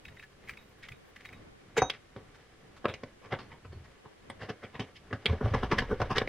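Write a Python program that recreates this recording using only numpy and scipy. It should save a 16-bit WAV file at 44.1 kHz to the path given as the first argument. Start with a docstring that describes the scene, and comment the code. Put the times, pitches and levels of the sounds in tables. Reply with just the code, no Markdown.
"""Axe work at a bench

A pencil traces the eye of a steel axe head, its stick-slip friction exciting the hollow. The head is put
down and rings in its free modes until a hand damps it. A wooden blank is taken out, laid along the vise
and clamped; a hand tool then bites its edge in fast strokes that force the bench into vibration.
A phone close by hears it all in stereo, over the soft hum of the room."""
import sys
import numpy as np
from scipy import signal
from scipy.fft import rfft, irfft
from scipy.io import wavfile

SR = 44100
rng = np.random.default_rng(int(sys.argv[2]) if len(sys.argv) > 2 else 0)


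def unload_wav(signal):
    """Save mono or channel-first audio to the path in sys.argv[1] as 16-bit WAV at rate SR, clipped to [-1, 1]."""
    wavfile.write(
        sys.argv[1],
        SR,
        np.round(np.clip(np.atleast_2d(signal).T, -1, 1) * 32767).astype(np.int16),
    )


N = 276948
T = np.arange(N) / SR
SPAN = 8192  # samples in one contact sound

# Spectrum of the room air: frequency_hz, relative_db
ROOM_SPECTRUM = [(25, -2), (100, 0.5), (400, -8.5), (900, -17), (2300, -20), (11000, -36), (15800, -54)]
# Hands, cloth and tool dragging between the hits: time_s, level_db
DRAG_LEVELS = [(0, -67.5), (2.3, -63.5), (4, -66.5), (4.5, -61), (5.05, -64), (5.22, -57), (5.3, -44),
               (5.39, -54.5), (5.46, -45.5), (5.65, -48), (6.28, -54)]
# Soft brushes of hand and cloth: middle_s, level_db
CLOTH_BRUSHES = [(2.356, -59.5), (2.774, -55), (3.853, -58.5), (3.915, -64.5)]
# Pencil scratches in the steel eye: start_s, level_db, pitch_hz
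PENCIL_SCRATCHES = [(0.0552, -41.5, 2650), (0.086, -47.5, 1950), (0.124, -61.5, 1860), (0.172, -50, 2200),
                    (0.2, -45, 2670), (0.229, -48, 2070), (0.239, -47, 1610), (0.454, -61, 2230),
                    (0.479, -49, 2470), (0.489, -44, 2480), (0.4962, -32.5, 2400), (0.51, -46, 2300),
                    (0.539, -52, 1670), (0.5757, -44.5, 2620), (0.8346, -47.5, 2240), (0.89, -41.5, 2090),
                    (0.922, -42, 2540), (1.1653, -45, 2160), (1.2101, -51, 2280), (1.253, -43.5, 1830),
                    (1.259, -40.5, 2140), (1.2918, -46, 2240), (1.3334, -45.5, 2540)]
# Dry sweeps of the pencil round the eye: middle_s, half_length_s, level_db
PENCIL_SWEEPS = [(0.153, 0.051, -74), (0.487, 0.09, -68), (0.842, 0.03, -59.5), (1.24, 0.078, -64)]
# Faint singing of the steel after some scratches: peak_s
EYE_RING_TIMES = [.066, 0.189, 0.587, 0.929, 1.262, 1.34]
# Shudders of the vise under a push: middle_s, half_length_s, level_db
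VISE_SHUDDERS = [(0.925, 0.016, -47.5), (3.73, 0.088, -49), (5.314, 0.028, -29), (5.463, 0.021, -25),
                 (5.541, 0.034, -33)]
# Resonances of the bench, the blank and its edge: centre_hz, width_hz, gain_db
BENCH_MODES = [(67.5, 56, -13.5), (108.5, 40.6, 0), (157.5, 44, -9.5), (224.8, 102, -4.5)]
BLANK_MODES = [(332.4, 146, 3), (520.4, 214, 5), (768, 220, -1), (1124, 430, -2), (1642, 460, -6.5)]
EDGE_MODES = [(1888, 930, 10), (2267, 730, 12), (2926, 590, 9), (3600, 1160, 2), (4540, 1260, -1),
              (5090, 1750, -3.5), (9150, 3800, -28.5), (12900, 2000, -31.5)]
# Knocks of wood and steel on vise and bench: start_s, bench_db, blank_db, edge_db, spot_hz, fall_s
HANDLING_KNOCKS = [(1.77, -65, -25.5, -41, 433, 0.013), (1.8214, -25.5, -13, -32.5, 840, 0.005),
                   (1.9, -53, -34, -24.5, 3200, 0.0057), (2.1646, -42, -41.5, -55.5, 387, 0.017),
                   (2.8562, -27.5, -15.5, -28, 1260, 0.0035), (2.884, -50, -39.5, -40.5, 3330, 0.025),
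                   (2.9402, -45, -42, -38.5, 2470, 0.0095), (3.036, -34, -33, -42, 490, 0.0045),
                   (3.3901, -47.5, -44, -49, 990, 0.025), (4.3011, -42.5, -38.5, -40.5, 980, 0.0088),
                   (4.797, -31.5, -36, -37.5, 2960, 0.019), (5.13, -29.5, -30.5, -41, 1760, 0.013),
                   (5.2586, -30.5, -27.5, -18.5, 2570, 0.0067), (6.183, -38, -20, -18.5, 3900, 0.0029)]
# Sliding contacts: peak_s, blank_db, edge_db, spot_hz, rise_s
HANDLING_SCUFFS = [(1.784, -23.5, -27.5, 445, 0.012), (1.9468, -57.5, -49.5, 1260, 0.019),
                   (2.848, -28.5, -50, 880, 0.0032), (2.8951, -39, -49, 472, 0.015),
                   (3.26, -51.5, -56.5, 1020, 0.027), (3.3346, -30, -37.5, 750, 0.017),
                   (3.529, -50, -53, 940, 0.021), (3.656, -47, -55.5, 1160, 0.007),
                   (3.732, -47.5, -60.5, 365, 0.0093), (4.0609, -49.5, -69, 1060, 0.014),
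                   (4.4322, -41, -47.5, 1940, 0.023), (4.5007, -34, -42, 1910, 0.011),
                   (4.6449, -42.5, -47.5, 2270, 0.017), (4.758, -45.5, -47, 1010, 0.018),
                   (4.969, -82, -51, 3160, 0.014), (5.114, -40.5, -56, 342, 0.0058)]
# Blows on the axe head: peak_s, level_db, hardness_db_per_octave, length_s, nodal_mode_hz
AXE_BLOWS = [(1.781, -39.5, 1, 0.0089, 6160), (1.821, -40.5, -14, 0.0033, 7230)]
# Free modes of the axe head: pitch_hz, gain_db, t60_s
AXE_MODES = [(3792, -2, 0.42), (6180, 14.5, 0.19), (7200, 1.5, 0.044), (9530, -14, 0.088),
             (11690, -22, .055), (14200, -21, .05), (14800, -18, .045)]
# Chinks of small steel parts of the vise: peak_s, pitch_hz, level_db, width_hz
VISE_CHINKS = [(3.406, 4360, -58.5, 90), (3.726, 4390, -63, 90), (4.299, 8660, -55.5, 298)]
# Bites of the tool: peak_s, level_db, edge_over_level_db, rise_s, fall_s
TOOL_STROKES = [(5.3, -42.5, -12, 0.031, 0.04), (5.3332, -36, -22.5, 0.0088, 0.013),
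                (5.415, -34, -27, 0.0065, 0.038), (5.4611, -35, -21.5, 0.015, 0.038),
                (5.545, -24.5, -11.5, 0.0063, 0.013), (5.6359, -28, -13.5, 0.0059, 0.013),
                (5.7255, -22.5, -8, 0.01, 0.012), (5.787, -25.5, 1, 0.0034, 0.01),
                (5.823, -33, -10.5, 0.0025, 0.013), (5.9207, -27, -27.5, 0.018, 0.012),
                (6.004, -28.5, -15.5, 0.0028, 0.02), (6.019, -23, -12, 0.0026, 0.0053),
                (6.1172, -28, -12.5, 0.015, 0.015), (6.173, -30.5, -1.5, 0.015, 0.023),
                (6.2197, -24.5, -12.5, 0.0043, 0.0046), (6.2765, -30, 0.5, 0.0012, 0.0023)]
# Two steel resonances of the tool and the broad hiss of the shaving: centre_hz, width_hz, gain_db
BLADE_MODES = [(3830, 140, 3), (5690, 340, 7), (9200, 14000, -16)]
# Gain into the stereo side signal, for near sound and for room air: frequency_hz, gain_db
NEAR_SIDE_GAIN = [(200, -89.5), (1300, -18.5), (2400, -19.5), (4400, -5), (9000, 1.5)]
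AIR_SIDE_GAIN = [(60, -27.5), (200, -5), (400, 1.5)]


def undb(db):
    """Amplitude grows tenfold per 20 dB."""
    return 10 ** (np.asarray(db) / 20)


def unit(x):
    """Normalisation to an RMS of 1."""
    return x / np.sqrt(np.mean(x ** 2))


def colour(x, points):
    """Spectral shaping through (frequency_hz, gain_db) points."""
    hz, db = np.transpose(points)
    gain_db = np.interp(np.log(np.fft.rfftfreq(N, 1 / SR) + 1), np.log(hz), db)
    return irfft(rfft(x) * undb(gain_db), N)


def ring(x, hz, width_hz):
    """A second-order resonator, gain 1 at its centre."""
    return signal.lfilter(*signal.iirpeak(hz, hz / width_hz, SR), x)


def steep(x, hz, width_hz):
    """Two equal resonators in cascade give steeper flanks."""
    return ring(ring(x, hz, width_hz), hz, width_hz)


def body(modes):
    """Modal superposition: the frequency response of resonances of alternating sign."""
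    tick = signal.unit_impulse(SPAN)
    return rfft(sum((-1) ** k * undb(db) * steep(tick, hz, width)
                    for k, (hz, width, db) in enumerate(modes)))


def grit(spread_db, size=N):
    """Stick-slip friction: noise whose strength jumps every millisecond."""
    step = SR // 1000
    jumps = np.repeat(undb(spread_db * rng.standard_normal(size // step + 1)), step)[:size]
    return unit(jumps * rng.standard_normal(size))


def walk(rate_hz):
    """Low-passed noise wanders slowly, with an RMS of 1."""
    lowpass = signal.butter(2, rate_hz / 2, fs=SR, output="sos")
    return unit(signal.sosfilt(lowpass, rng.standard_normal(N)))


def swell(middle_s, half_s):
    """A flat-topped, super-Gaussian envelope."""
    return np.exp(-((T - middle_s) / half_s) ** 4)


def ping(peak_s, hz, db, rise_s, fall_s, width_hz):
    """A narrow resonance driven by noise gives a brief, rattly steel tone."""
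    exponent = np.where(T < peak_s, (T - peak_s) / rise_s, (peak_s - T) / fall_s)
    return undb(db) * np.exp(exponent.clip(-50)) * unit(ring(rng.standard_normal(N), hz, width_hz))


def excite(out, peak_s, db, rise_s, fall_s, response, rough_db, blow):
    """Forced response of a body to slips round one impulse, added to a track padded by SPAN each end."""
    lead = SPAN // 4
    t = (np.arange(SPAN) - lead) / SR
    rise_s, fall_s = max(rise_s, 3e-4), max(fall_s, 5e-4)
    force = np.exp(np.where(t < 0, -(t / rise_s) ** 2, -t / fall_s)) * grit(rough_db, size=SPAN)
    # the impulse carries blow squared times the energy of the slips
    force[lead] = blow * np.sqrt(np.sum(force ** 2)) * np.sign(force[lead])
    sound = irfft(rfft(force) * response, SPAN)
    sound *= undb(db) * np.sqrt((rise_s + fall_s) / 2 * SR / np.sum(sound ** 2))
    start = int(peak_s * SR) - lead
    out[start + SPAN:start + 2 * SPAN] += sound


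def room_tone(level_db=-59.5):
    """Air and far machinery make broadband noise, its lows slowly modulated in amplitude."""
    air = unit(colour(rng.standard_normal(N), ROOM_SPECTRUM)) * undb(level_db)
    lows = signal.lfilter(*signal.butter(1, 1500, fs=SR), air)
    return air + lows * (undb(3.4 * walk(4.3)) - 1)


def drag():
    """Sliding friction drives the modes of wood and blade unevenly; cloth brushes on top."""
    times, rub_db = np.transpose(DRAG_LEVELS)
    response = body(BLANK_MODES) + undb(-16.5) * body(EDGE_MODES) + undb(-29) * body(BLADE_MODES)
    rub = unit(signal.fftconvolve(grit(1.9), irfft(response, SPAN))[:N])
    rub *= undb(np.interp(T, times, rub_db) + 2.0 * walk(27.5))
    cloth = unit(steep(grit(3.0), 1370, 2200))
    return rub + cloth * sum(undb(db) * swell(s, 0.012) for s, db in CLOTH_BRUSHES)


def pencil(lift_s=1.36):
    """Stick-slip of graphite hisses, excites the cavity of the eye and wakes the lowest steel mode."""
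    scratches, dust = np.zeros(N + 2 * SPAN), body([(10200, 20000, 0)])
    for s, db, hz in PENCIL_SCRATCHES:
        fall_s = 0.0049 * 2 ** (-(db + 48) / 21)  # 21 dB louder is half as long
        eye = body([(hz, 330, 0), (2000, 1500, -7)])
        excite(scratches, s - .001, db, 0.88 * fall_s, fall_s, eye, rough_db=4, blow=.25)
        excite(scratches, s, db - 28, .01, .016, dust, rough_db=2, blow=0)
    slips = grit(4.5)
    sweeps = unit(steep(slips, 2100, 1440)) * undb(4.3 * walk(38))
    sweeps *= sum(undb(db) * swell(s, half_s) for s, half_s, db in PENCIL_SWEEPS)
    hiss = unit(steep(slips, 13000, 5000)) * undb(-89.5 + 5.8 * walk(25)) * (T < lift_s)
    singing = sum(ping(s, AXE_MODES[0][0], db=-60.5, rise_s=.004, fall_s=.02, width_hz=21)
                  for s in EYE_RING_TIMES)
    return scratches[SPAN:SPAN + N] + hiss + sweeps + singing


def bench_sway(bite_rows, sway_db=-13.5, energy_decay_s=0.064):
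    """Low resonances: the vise shudders under a push; the bench sways with it and after each bite."""
    energy = sum(undb(2 * bench_db) * (T > s) * np.exp(-np.abs(T - s) / energy_decay_s)
                 for s, bench_db, *_ in bite_rows)
    push = sum(undb(db) * swell(s, half_s) for s, half_s, db in VISE_SHUDDERS)
    wobble = unit(steep(rng.standard_normal(N), hz=30, width_hz=80))
    shudder = unit(steep(rng.standard_normal(N), hz=95.8, width_hz=35))
    return wobble * undb(sway_db) * (np.sqrt(energy) + push) + shudder * push


def shifted(modes, scatter=.06):
    """Boundary conditions vary with grip and place, shifting the modes from touch to touch."""
    return [(hz * (1 + scatter * rng.standard_normal()), width, db) for hz, width, db in modes]


def contacts(rows, rough_db, least_blow):
    """Modal excitation: a contact thumps the bench, rings the blank and clicks at its edge."""
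    out, bench = np.zeros(N + 2 * SPAN), body(BENCH_MODES)
    octaves = np.log2(1 + np.fft.rfftfreq(SPAN, 1 / SR) / 4000)
    for s, bench_db, blank_db, edge_db, spot_hz, rise_s, fall_s in rows:
        blow = max(np.exp(-rise_s / 0.002), least_blow)  # a sudden contact is more impulsive
        blank, edge = body(shifted(BLANK_MODES)), body(shifted(EDGE_MODES))
        # the touched spot favours modes near one pitch; a higher one clicks brighter
        spot = 1 + body([(spot_hz, 0.56 * spot_hz, 2)])
        bright = undb(4.5 * np.log2(spot_hz / 1500) * octaves)
        # slow bodies peak late, so their force leads the loudest moment
        excite(out, s - .005, bench_db, rise_s, fall_s, bench, rough_db=0, blow=.8)
        excite(out, s - .0022, blank_db, rise_s, fall_s, blank * spot, rough_db, 1.3 * blow)
        excite(out, s - .001, edge_db, rise_s, fall_s, edge * spot * bright, rough_db, 0.55 * blow)
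    return out[SPAN:SPAN + N]


def handling(scuff_thump_limit_db=-34.5):
    """Impact forces rise abruptly in knocks; friction forces swell and let go in scuffs."""
    knocks = [(*knock, 0.057 * fall_s, fall_s) for *knock, fall_s in HANDLING_KNOCKS]
    scuffs = [(s, min(db - 2.5, scuff_thump_limit_db), db, edge_db, spot_hz, rise_s, 0.85 * rise_s)
              for s, db, edge_db, spot_hz, rise_s in HANDLING_SCUFFS]
    return contacts(knocks + scuffs, rough_db=3.1, least_blow=0)


def axe_blow(peak_s, level_db, hardness_db, length_s, nodal_hz, node_db=-21, rattle_db=-9):
    """Steel modes rattle, then decay freely; hardness favours high ones, one hit at a node barely rings."""
    out, pulse = 0, np.exp(-((T - peak_s) / length_s) ** 2)
    force = pulse * rng.standard_normal(N)
    for hz, mode_db, t60_s in AXE_MODES:
        envelope = np.where(T < peak_s, pulse, undb(-60 * np.maximum(T - peak_s, 0) / t60_s))
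        tone = np.sin(2 * np.pi * (hz * T + rng.random())) * envelope
        rattle = steep(force, hz, hz / 10)
        at_node = abs(np.log2(hz / nodal_hz)) < 1 / 20
        gain = undb(level_db + mode_db + hardness_db * np.log2(hz / AXE_MODES[0][0]))
        out += gain * (undb(node_db * at_node) * tone + undb(rattle_db) * rattle / np.abs(rattle).max())
    return out


def axe_head(held_s=1.888, damping_s=0.014):
    """Scraped down, then knocked, the head vibrates freely until a hand adds damping."""
    return sum(axe_blow(*blow) for blow in AXE_BLOWS) * np.exp(-np.maximum(T - held_s, 0) / damping_s)


def vise_chinks():
    """Small steel parts resonate, with decay times inversely proportional to bandwidth."""
    return sum(ping(s, hz, db, 0.0017, 2.1 / width, width) for s, hz, db, width in VISE_CHINKS)


def tool_bites(shake_db_per_s=-7.5):
    """Cutting forces, as rows for contacts(): the bench shakes less as the tool nears the vise."""
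    rows = []
    for s, db, edge_over_db, rise_s, fall_s in TOOL_STROKES:
        bench_db = db + 1.5 + shake_db_per_s * (s - TOOL_STROKES[0][0])
        spot_hz = 1643 * 2 ** (edge_over_db / 16)  # a sharper bite rings higher
        rows.append((s, bench_db, db, db + edge_over_db, spot_hz, rise_s, fall_s))
    return rows


def blade(relative_db=-36.5):
    """Cutting friction excites the steel of the tool faintly, and the shaving hisses."""
    out, response = np.zeros(N + 2 * SPAN), body(BLADE_MODES)
    for s, db, _, rise_s, fall_s in TOOL_STROKES:
        excite(out, s, db + relative_db, rise_s + 0.0047, fall_s + 0.0027, response, rough_db=3, blow=0)
    return out[SPAN:SPAN + N]


def reflections(x, t60_s, cutoff_hz):
    """Reverberation: dense reflections decay exponentially, duller than the direct sound."""
    t = T[:SR // 2]
    pole = np.exp(-2 * np.pi * cutoff_hz / SR)
    dull_noise = signal.lfilter([1], [1, -pole], rng.standard_normal(len(t)))
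    tail = unit(dull_noise * undb(-60 * t / t60_s)) / np.sqrt(len(t))
    return signal.fftconvolve(x, tail)[:N]


def scene():
    """Superposition of direct sound, reflections and room air, as mid and side signals."""
    bites = tool_bites()
    # the edge breaks through with a blow at the height of every bite
    work = handling() + contacts(bites, rough_db=3.8, least_blow=0.27)
    work = work + blade() + pencil() + drag() + bench_sway(bites)
    near = work + axe_head() + vise_chinks()
    mid = near + undb(-15.5) * reflections(work, t60_s=0.17, cutoff_hz=1560) + room_tone()
    # near bass is alike at both microphones, treble arrives by different reflections; the air is diffuse
    side = colour(reflections(near, t60_s=0.046, cutoff_hz=16000), NEAR_SIDE_GAIN)
    side += colour(room_tone(), AIR_SIDE_GAIN)
    return np.array([mid + side, mid - side])


def record(dry):
    """Band limiting: the phone cuts the treble above 15.8 kHz."""
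    return signal.sosfilt(signal.ellip(8, .2, 70, 15800, fs=SR, output="sos"), dry)


dry = scene()
out = record(dry)
unload_wav(out)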